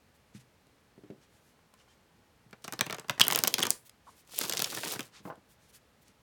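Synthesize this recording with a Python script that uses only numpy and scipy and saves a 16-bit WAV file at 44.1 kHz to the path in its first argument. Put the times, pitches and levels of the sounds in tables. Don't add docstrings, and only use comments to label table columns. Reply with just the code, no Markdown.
import sys
import numpy as np
from scipy import signal
from scipy.fft import rfft, irfft
from scipy.io import wavfile
from scipy.ndimage import uniform_filter1d

SR = 44100
rng = np.random.default_rng(int(sys.argv[2]) if len(sys.argv) > 2 else 0)


def elevation(decibels):
    levels = np.asarray(decibels, float)
    return 10 ** (levels / 20)


def persist_wave(psi):
    counts = np.round(np.clip(psi, -1, 1) * 32767).astype(np.int16)
    wavfile.write(sys.argv[1], SR, np.atleast_2d(counts).T)


N = 274298

# (time [s], mean of crack and clap level [dB], crack over clap [dB],
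# landing level before weighting [dB], scrape [relative length])
CARD_SNAPS = [(2.5289, -61, 6, -44.5, 1.1), (2.642, -38, -5.5, -44.5, 3.7),
              (2.6464, -47.5, 19, -41.5, 0.45), (2.679, -35.0, -2.0, -32.5, 1.5),
              (2.7243, -38.0, 23, -36.5, 0.66), (2.7344, -33, -0.5, -33, 2.2),
              (2.7919, -29.5, -10.5, -31.5, 0.44), (2.8096, -15.5, -7, -19.5, 0.4),
              (2.8607, -44, -1, -46, 2.2), (2.8654, -36, 4, -34.5, 0.83), (2.898, -39, 7, -31.0, 0.19),
              (2.9083, -31, -7.0, -37, 0.4), (2.9261, -31.5, -7, -29.5, 0.58),
              (2.9447, -36, -4.5, -35, 1.1), (2.9842, -41.5, -4.5, -36.5, 0.41),
              (2.9968, -36.5, -8, -45, 0.36), (3.0444, -61, -2, -50, 0.46),
              (3.0835, -43.5, -3.5, -46.0, 1.2), (3.0963, -25, -7.5, -21, 0.37),
              (3.1089, -33.5, -3.5, -44, 0.2), (3.1781, -59, -11, -42, 2.7),
              (3.1977, -15.5, -1, -22.5, 0.62), (3.207, -20.0, -6.0, -18.5, 2.7),
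              (3.2116, -21, 10.5, -28, 0.24), (3.2142, -14, -12.0, -47, 0.54),
              (3.2385, -28.5, 1.5, -38, 1.3), (3.2496, -28.5, 2, -34, 0.9), (3.2683, -27.5, 8, -30, 1.1),
              (3.2818, -23.0, 27.5, -28, 0.18), (3.3024, -28, -4.5, -24.5, 0.21), (3.311, -20, 1, -38, 0.5),
              (3.3232, -20.5, -0.5, -20.5, 0.7), (3.3318, -25, 11.5, -48, 0.9),
              (3.3483, -25.5, -15.5, -28, 1.1), (3.3594, -12, 3, -26.5, 0.16),
              (3.3757, -28.0, 7.5, -27.5, 0.9), (3.389, -16.5, 4, -28, 0.66), (3.4376, -16, 17.5, -25, 0.3),
              (3.4482, -35, 16, -26.5, 0.91), (3.474, -15.5, 0.5, -25, 0.39), (3.4776, -15, 8, -34, 1.8),
              (3.5405, -13.5, -0.5, -33.5, 0.91), (3.5828, -25.5, -11, -26, 0.8),
              (3.5916, -23, -6, -28, 1.1), (3.6029, -26, -0.5, -29, 1.7),
              (3.6156, -38.5, -18.5, -50.0, 3.4), (3.6226, -34.5, -17.0, -31.5, 3.1),
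              (3.6276, -25.5, -8.5, -51, 1.4), (3.6331, -31.0, 24.5, -24, 1.7),
              (3.6525, -28, 1, -26.5, 1.9), (3.6679, -22.0, -2, -28.5, 0.9), (3.697, -39.5, 8, -52, 2.5),
              (3.7054, -10.5, 11.5, -44, 0.18), (4.3892, -27, 27.5, -40, 0.2),
              (4.412, -25, -1.5, -28.5, 1.1), (4.4161, -30.5, -13.5, -50, 0.5),
              (4.437, -28.0, -4.5, -35, 1.4), (4.482, -34.0, 8.5, -45, 1.5), (4.496, -21, -0.5, -31, 1.2),
              (4.5111, -32.0, -6, -37, 1.3), (4.5235, -29, -13.5, -60, 1.1), (4.5353, -24, -1, -30, 1.2),
              (4.5495, -33.5, -3, -46, 1.3), (4.571, -24, -8, -43.0, 0.9), (4.5758, -29.5, -10, -39, 2.1),
              (4.5932, -22.5, -2.5, -29, 0.62), (4.601, -25.5, -6.5, -48, 1.4),
              (4.6181, -28, 3.5, -30, 1.1), (4.622, -16.0, 4.5, -33.5, 0.074),
              (4.6432, -22.0, -7.0, -39, 1.5), (4.7273, -39, 3.5, -36.5, 1.6),
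              (4.7483, -29.5, -0.5, -57, 2.8), (4.7725, -36.5, 1.5, -31, 2.1), (4.8334, -42, 11, -30, 0.43),
              (4.8455, -37, 2.5, -48, 1.7), (4.8577, -52.5, 1.5, -35, 2.5), (4.8695, -37.0, -2, -36, 0.5),
              (4.9105, -39.5, -19, -43, 1.3), (4.9228, -27.5, 8, -36, 1.5), (4.934, -44, -2, -38, 1.7),
              (4.9591, -39.5, -7.5, -36.5, 0.69), (4.9928, -33.5, 1, -29.5, 1.3),
              (5.0065, -29.5, -8.5, -38.0, 0.3)]
# (low edge [Hz], high edge [Hz], rise [s], fast decay t60 before any scrape stretch [s])
CRACK = (4830, 15540, 0.000045, 0.0013)
CLAP = (2350, 7070, 0.0001666, 0.0056)
BODY = (865, 3370, 0.0016, 0.0054)
FLAP = (111, 1500, 0.00084, .041)
# (time [s], level [dB], mean pitch [Hz])
AIR_POCKETS = [(3.209, -18, 3600), (3.214, 1, 3280), (3.5405, -13.5, 3300), (3.6283, -10.5, 3500)]
# (time [s], hiss level [dB])
SLIDE_BOUTS = [
    [(2.62, -68), (2.82, -70.5), (3.07, -75), (3.2, -66.5), (3.35, -46), (3.51, -55.5), (3.58, -53),
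     (3.73, -57.5), (3.79, -80.5)],
    [(4.25, -74.5), (4.335, -49), (4.38, -38.5), (4.56, -49.5), (4.76, -43), (4.94, -39), (4.98, -57),
     (5.055, -57.5), (5.1, -75)],
]
# (frequency [Hz], relative level [dB])
HISS_TONE = [(600, -27), (1500, -13), (2500, -3), (4500, 0.5), (9000, -3.5), (16600, -9.5), (17700, -14.5),
             (19500, -75.5)]
# (frequency [Hz], relative level [dB])
RUSTLE_TONE = [(60, -20), (130, -4.5), (400, 12.5), (1200, -7.5), (2500, -17.5), (5000, -46)]
# (level against the hiss [dB], build-up time [s])
PACK_RUSTLE = [(2, 0.074), (-10, 0.18)]
# (middle [s], level [dB], length, 1/1.6 of the whole swell [s],
# pitch that sets the band [Hz])
SOFT_RUBS = [(0.158, -71.5, 0.036, 7000), (0.363, -59.5, 0.045, 3850), (0.408, -65, 0.038, 4500),
             (1.234, -67, 0.052, 3250), (1.359, -72, 0.11, 4960), (1.477, -72, .12, 6000),
             (1.807, -68.5, 0.065, 3450), (1.913, -69, .08, 3430), (3.868, -58, .035, 8180),
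             (4.105, -65, .1, 4700), (4.19, -63, 0.072, 6600), (5.167, -55, 0.077, 2700),
             (5.272, -62, .07, 8360), (5.517, -65.5, 0.06, 6900), (5.643, -69, .1, 4400),
             (5.699, -64, .03, 6400), (5.755, -56.5, 0.048, 6000), (6.027, -67.5, 0.026, 8000),
             (6.082, -68.5, 0.074, 4000)]
# (time [s], level [dB])
EDGE_TICKS = [(0.6687, -60), (1.739, -50.5), (2.5094, -54), (3.8949, -42.5), (5.3557, -56.5), (6.0807, -51)]
# (time [s], length [s], pitch reached [Hz], level [dB])
FINGER_SQUEAKS = [(1.798, .02, 2940, -66), (1.883, 0.038, 3140, -69), (4.067, .032, 1091, -50)]
# (time [s], level [dB], favoured pitch [Hz], t60 of the settling push [s])
CLOTH_TAPS = [(0.348, -39.5, 155, 0.012), (0.669, -58.5, 300, 0.014), (0.978, -47.5, 326, 0.024),
              (1.036, -46.5, 336, 0.035), (1.101, -38, 310, 0.052), (1.591, -63, 1310, 0.023),
              (1.738, -58, 1520, 0.014), (1.878, -63.5, 1310, 0.017), (2.461, -53, 150, 0.0083),
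              (5.203, -52, 204, 0.016), (5.253, -36.5, 248, 0.049), (5.253, -43, 1060, 0.049),
              (5.275, -39, 640, 0.082), (5.301, -36, 920, 0.033), (5.325, -47, 752, 0.03),
              (5.376, -51.5, 299, 0.0083), (6.09, -56, 201, .02)]
# (frequency [Hz], level before focus [dB], t60 [s])
TABLE_MODES = [(126, 0, .25), (150, -2, .14), (205, 0, .11), (245, -3, .07), (300, -1, .14), (380, -3, .06),
               (500, -2, .05), (650, -3, .04), (830, -3, .03), (1050, -1, .03), (1400, -3, .02),
               (2000, -4, .012)]
# (frequency [Hz], t60 [s], relative level [dB])
ROOM_DECAY = [(120, 0.21, -1), (500.4, 0.27, 0), (2300, 0.22, 3.5), (6000, 0.17, 1), (15570, 0.32, -12)]
# (frequency [Hz], relative level [dB])
AIR_TONE = [(15, -54.5), (25, -20), (65, 0), (227, -4), (292, -7.5), (396, -9.5), (431, -6), (482, -7.5),
            (819, -13), (891, -12), (1740, -14.5), (16700, -32), (19800, -51)]
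# (frequency [Hz], level [dB], distance from centre to half amplitude [Hz])
FUZZY_WHINES = [(835, -83, 25), (4270, -92, 60)]


def snaps():
    body_db, flap_db = -0.4, -1.02
    every_card = np.concatenate([CARD_SNAPS, loose_cards()])
    start, snap_db, edge_db, land_db, scrape = every_card.T[:, :, None]
    heavy_db = 0.29 * (land_db + 33.5)
    crack_level = snap_db + edge_db / 2
    clap_level = snap_db - edge_db / 2
    body_level = land_db + body_db + heavy_db
    flap_level = land_db + flap_db - heavy_db
    drag = 0.15 + 2.17 * scrape.clip(0)
    seed = rng.standard_normal((len(start), 2048))
    seed[:, 6:7] += 2.8 / drag ** 1.51 * np.sign(seed[:, 6:7])
    t = np.arange(2048) / SR
    cards = 0
    for db, (low, high, rise, t60), stretch, size in (
            (crack_level, CRACK, drag, 40), (clap_level, CLAP, drag, 40),
            (body_level, BODY, np.sqrt(drag), 100), (flap_level, FLAP, 1, 200)):
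        envelope = (1 - np.exp(-t / rise)) * shiver(t / (t60 * stretch))
        cards = cards + elevation(db) * peaked(band(seed * envelope, low, high), size)
    fade = np.cos(np.pi / 2 * t / t[-1])
    out, landing = np.zeros(N), np.zeros(N)
    for at, card, level in zip(start[:, 0], cards, flap_level):
        add(out, at, card * fade)
        add(landing, at + 0.0037, elevation(level))
    shake = elevation(-11.5) * signal.fftconvolve(landing, table(150, focus_db=-7.5))[:N]
    return out, shake


def loose_cards():
    per_s, scrape = 50, 0.41
    rows = []
    for bout in SLIDE_BOUTS:
        s, hiss_db = np.transpose(bout)
        wait, size, edge, land = rng.random((200, 4)).T
        at = s[0] + np.cumsum(-np.log(1 - wait)) / per_s
        db = np.interp(at, s, hiss_db) - 2.5 - 4.5 * np.log(1 - size)
        edge_db = 16 * (edge - .5)
        landing_db = db - 4.5 + 12 * (land - .5)
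        cards = np.c_[at, db, edge_db, landing_db, np.full_like(at, scrape)]
        rows.append(cards[at < s[-1]])
    return np.concatenate(rows)


def shiver(u):
    return elevation(-60 * u) + elevation(-30 - 10 * u)


def air_pockets():
    t60, rise, waver = .012, .0003, .1
    t = np.arange(2048) / SR
    out = np.zeros(N)
    for at, db, hz in AIR_POCKETS:
        wander = evened(uniform_filter1d(rng.standard_normal(len(t)), 16))
        pitch = hz * (1 + waver * wander)
        envelope = elevation(db - 60 * t / t60) * (1 - np.exp(-t / rise))
        add(out, at, envelope * tone(pitch))
    return out


def slides():
    ticks_per_s = 800
    t, out = np.arange(N) / SR, np.zeros(N)
    noise, clump, low = rng.standard_normal((3, N))
    strength = elevation(4 * np.minimum(rng.exponential(1, N), 4))
    hits = (rng.random(N) < ticks_per_s / SR) * strength
    ticks = signal.oaconvolve(hits, burst(1, .0001, .0035, length=512)[0])[:N]
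    signed_ticks = evened(ticks) * np.sign(uniform_filter1d(low, 9))
    clumps = elevation(1.7 * evened(uniform_filter1d(clump, 400)))
    hiss = coloured(clumps * (noise + 1.5 * signed_ticks), HISS_TONE)
    rustle = coloured(low * clumps, RUSTLE_TONE)
    for rows, (pack_db, build) in zip(SLIDE_BOUTS, PACK_RUSTLE):
        s, hiss_db = np.transpose(rows)
        level = elevation(np.interp(t, s, hiss_db, -150, -150))
        swell = np.clip((t - s[0]) / build, 0, 1) ** 2
        out += level * (hiss + elevation(pack_db) * swell * rustle)
    return out


def taps():
    blow, contact_db = 45, -17.5
    out = np.zeros(N)
    for s, db, spot_hz, settle in CLOTH_TAPS:
        decays = np.array([[settle], [3.2 * settle], [.025]])
        push, crumbs, edge = burst(3, 0.0033, decays, length=8192)
        touch = signal.windows.hann(round(SR / (3 * spot_hz)) + 2)
        push[:len(touch)] += blow * touch / len(touch)
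        ring = signal.fftconvolve(push, table(spot_hz, focus_db=-13))[:len(push)]
        low, high = spot_hz / 1.7, 1.7 * spot_hz
        crunch = band(band(crumbs, low, high), low, high)
        thud = peaked(peaked(ring, 400) + 0.45 * peaked(crunch, 400), 400)
        contact = elevation(contact_db) * peaked(band(edge, 790, 3100), 100)
        add(out, s, elevation(db) * (thud + contact))
    return out


def table(spot_hz, focus_db):
    hz, db, t60 = np.transpose(TABLE_MODES)[:, :, None]
    t = np.arange(12000) / SR
    near_db = focus_db * np.log2(hz / spot_hz) ** 2
    modes = elevation(db + near_db - 60 * t / t60) * np.sin(2 * np.pi * hz * t)
    ring = modes.sum(0)
    return ring / abs(ring).max()


def rubs():
    out = np.zeros(N)
    for s, db, length, hz in SOFT_RUBS:
        swell = signal.windows.hann(round(1.6 * length * SR))
        friction = evened(band(rng.standard_normal(len(swell)), hz / 3.5, hz * 2.2))
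        add(out, s - .8 * length, elevation(db) * swell * friction)
    return out


def edge_ticks():
    out = np.zeros(N)
    bursts = burst(len(EDGE_TICKS), rise=0.00065, t60=0.01)
    for (s, db), tick in zip(EDGE_TICKS, peaked(band(bursts, 2000, 12000), 20)):
        add(out, s, elevation(db) * tick)
    return out


def squeaks():
    rise_hz, rise_s = 200, .009
    out = np.zeros(N)
    for s, length, hz, db in FINGER_SQUEAKS:
        t = np.arange(0, length, 1 / SR)
        rise = np.minimum(t / rise_s, 1)
        wander = evened(uniform_filter1d(rng.standard_normal(4000), 40))[:len(t)]
        waver = 1 + .3 * (800 / hz) ** 1.4 * wander
        pitch = (hz - rise_hz * (1 - rise)) * waver
        swell = np.sin(np.pi * t / length) ** 0.3
        add(out, s, elevation(db) * swell * tone(pitch))
    return out


def room(x):
    f, t60, colour_db = np.transpose(ROOM_DECAY)
    hits = np.zeros((3, SR // 2))
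    slots = np.arange(60, SR // 2 - 20, 20)
    at = slots + rng.integers(0, 20, (3, len(slots)))
    np.put_along_axis(hits, at, rng.choice([-1., 1.], at.shape), 1)
    hz, t, z = signal.stft(hits, SR, nperseg=128)
    band_db = read(np.c_[f, colour_db], hz)[:, None]
    band_t60 = read(np.c_[f, t60], hz)[:, None]
    tails = signal.istft(z * elevation(band_db - 60 * t / band_t60), SR, nperseg=128)[1]
    tails = tails / np.linalg.norm(tails[0])
    cycles = np.arange(N) / SR * 7 + np.arange(3)[:, None] / 3
    turn = np.cos(2 * np.pi * cycles) * np.sqrt(2 / 3)
    return signal.fftconvolve(x * turn, tails, axes=1)[:, :N].sum(0)


def air():
    f = np.fft.rfftfreq(N, 1 / SR)
    out = elevation(-66) * coloured(rng.standard_normal(N), AIR_TONE)
    for hz, db, width in FUZZY_WHINES:
        spectrum = rfft(rng.standard_normal(N)) / (1 + ((f - hz) / width) ** 2)
        out += elevation(db) * evened(irfft(spectrum, N))
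    return out


def evened(x):
    return x / np.sqrt(np.mean(x ** 2) + 1e-20)


def peaked(rows, size):
    top = uniform_filter1d(2 * rows ** 2, size, -1, mode="constant").max(-1, keepdims=True)
    return rows / np.sqrt(top + 1e-20)


def read(points, hz):
    f, value = np.transpose(points)
    return np.interp(np.log(hz + 1), np.log(f + 1), value)


def add(mix, s, sound):
    part = mix[round(s * SR):][:len(sound)]
    part += sound[:len(part)]


def tone(pitch):
    return np.sin(2 * np.pi * np.cumsum(pitch) / SR)


def coloured(x, spectrum):
    gain = elevation(read(spectrum, np.fft.rfftfreq(len(x), 1 / SR)))
    return evened(irfft(rfft(x) * gain, len(x)))


def band(x, low_hz, high_hz):
    edges = [low_hz, min(high_hz, .45 * SR)]
    return signal.sosfilt(signal.butter(2, edges, "band", fs=SR, output="sos"), x)


def burst(count, rise, t60, length=2048):
    t = np.arange(length) / SR
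    return rng.standard_normal((count, length)) * (1 - np.exp(-t / rise)) * elevation(-60 * t / t60)


def scene():
    cards, shake = snaps()
    hands = cards + air_pockets() + slides() + taps() + rubs() + edge_ticks() + squeaks()
    near = hands + elevation(-16) * room(hands) + shake
    radiated = signal.sosfilt(signal.butter(4, 112, "high", fs=SR, output="sos"), near)
    return (radiated + air())[None]


def top_cut(x):
    return signal.sosfilt(signal.butter(12, 19900, fs=SR, output="sos"), x)


def record(dry):
    knee = .95
    mix = dry / (1 + (dry / knee) ** 4) ** (1 / 4)
    return top_cut(mix)


dry = scene()
out = record(dry)
persist_wave(out)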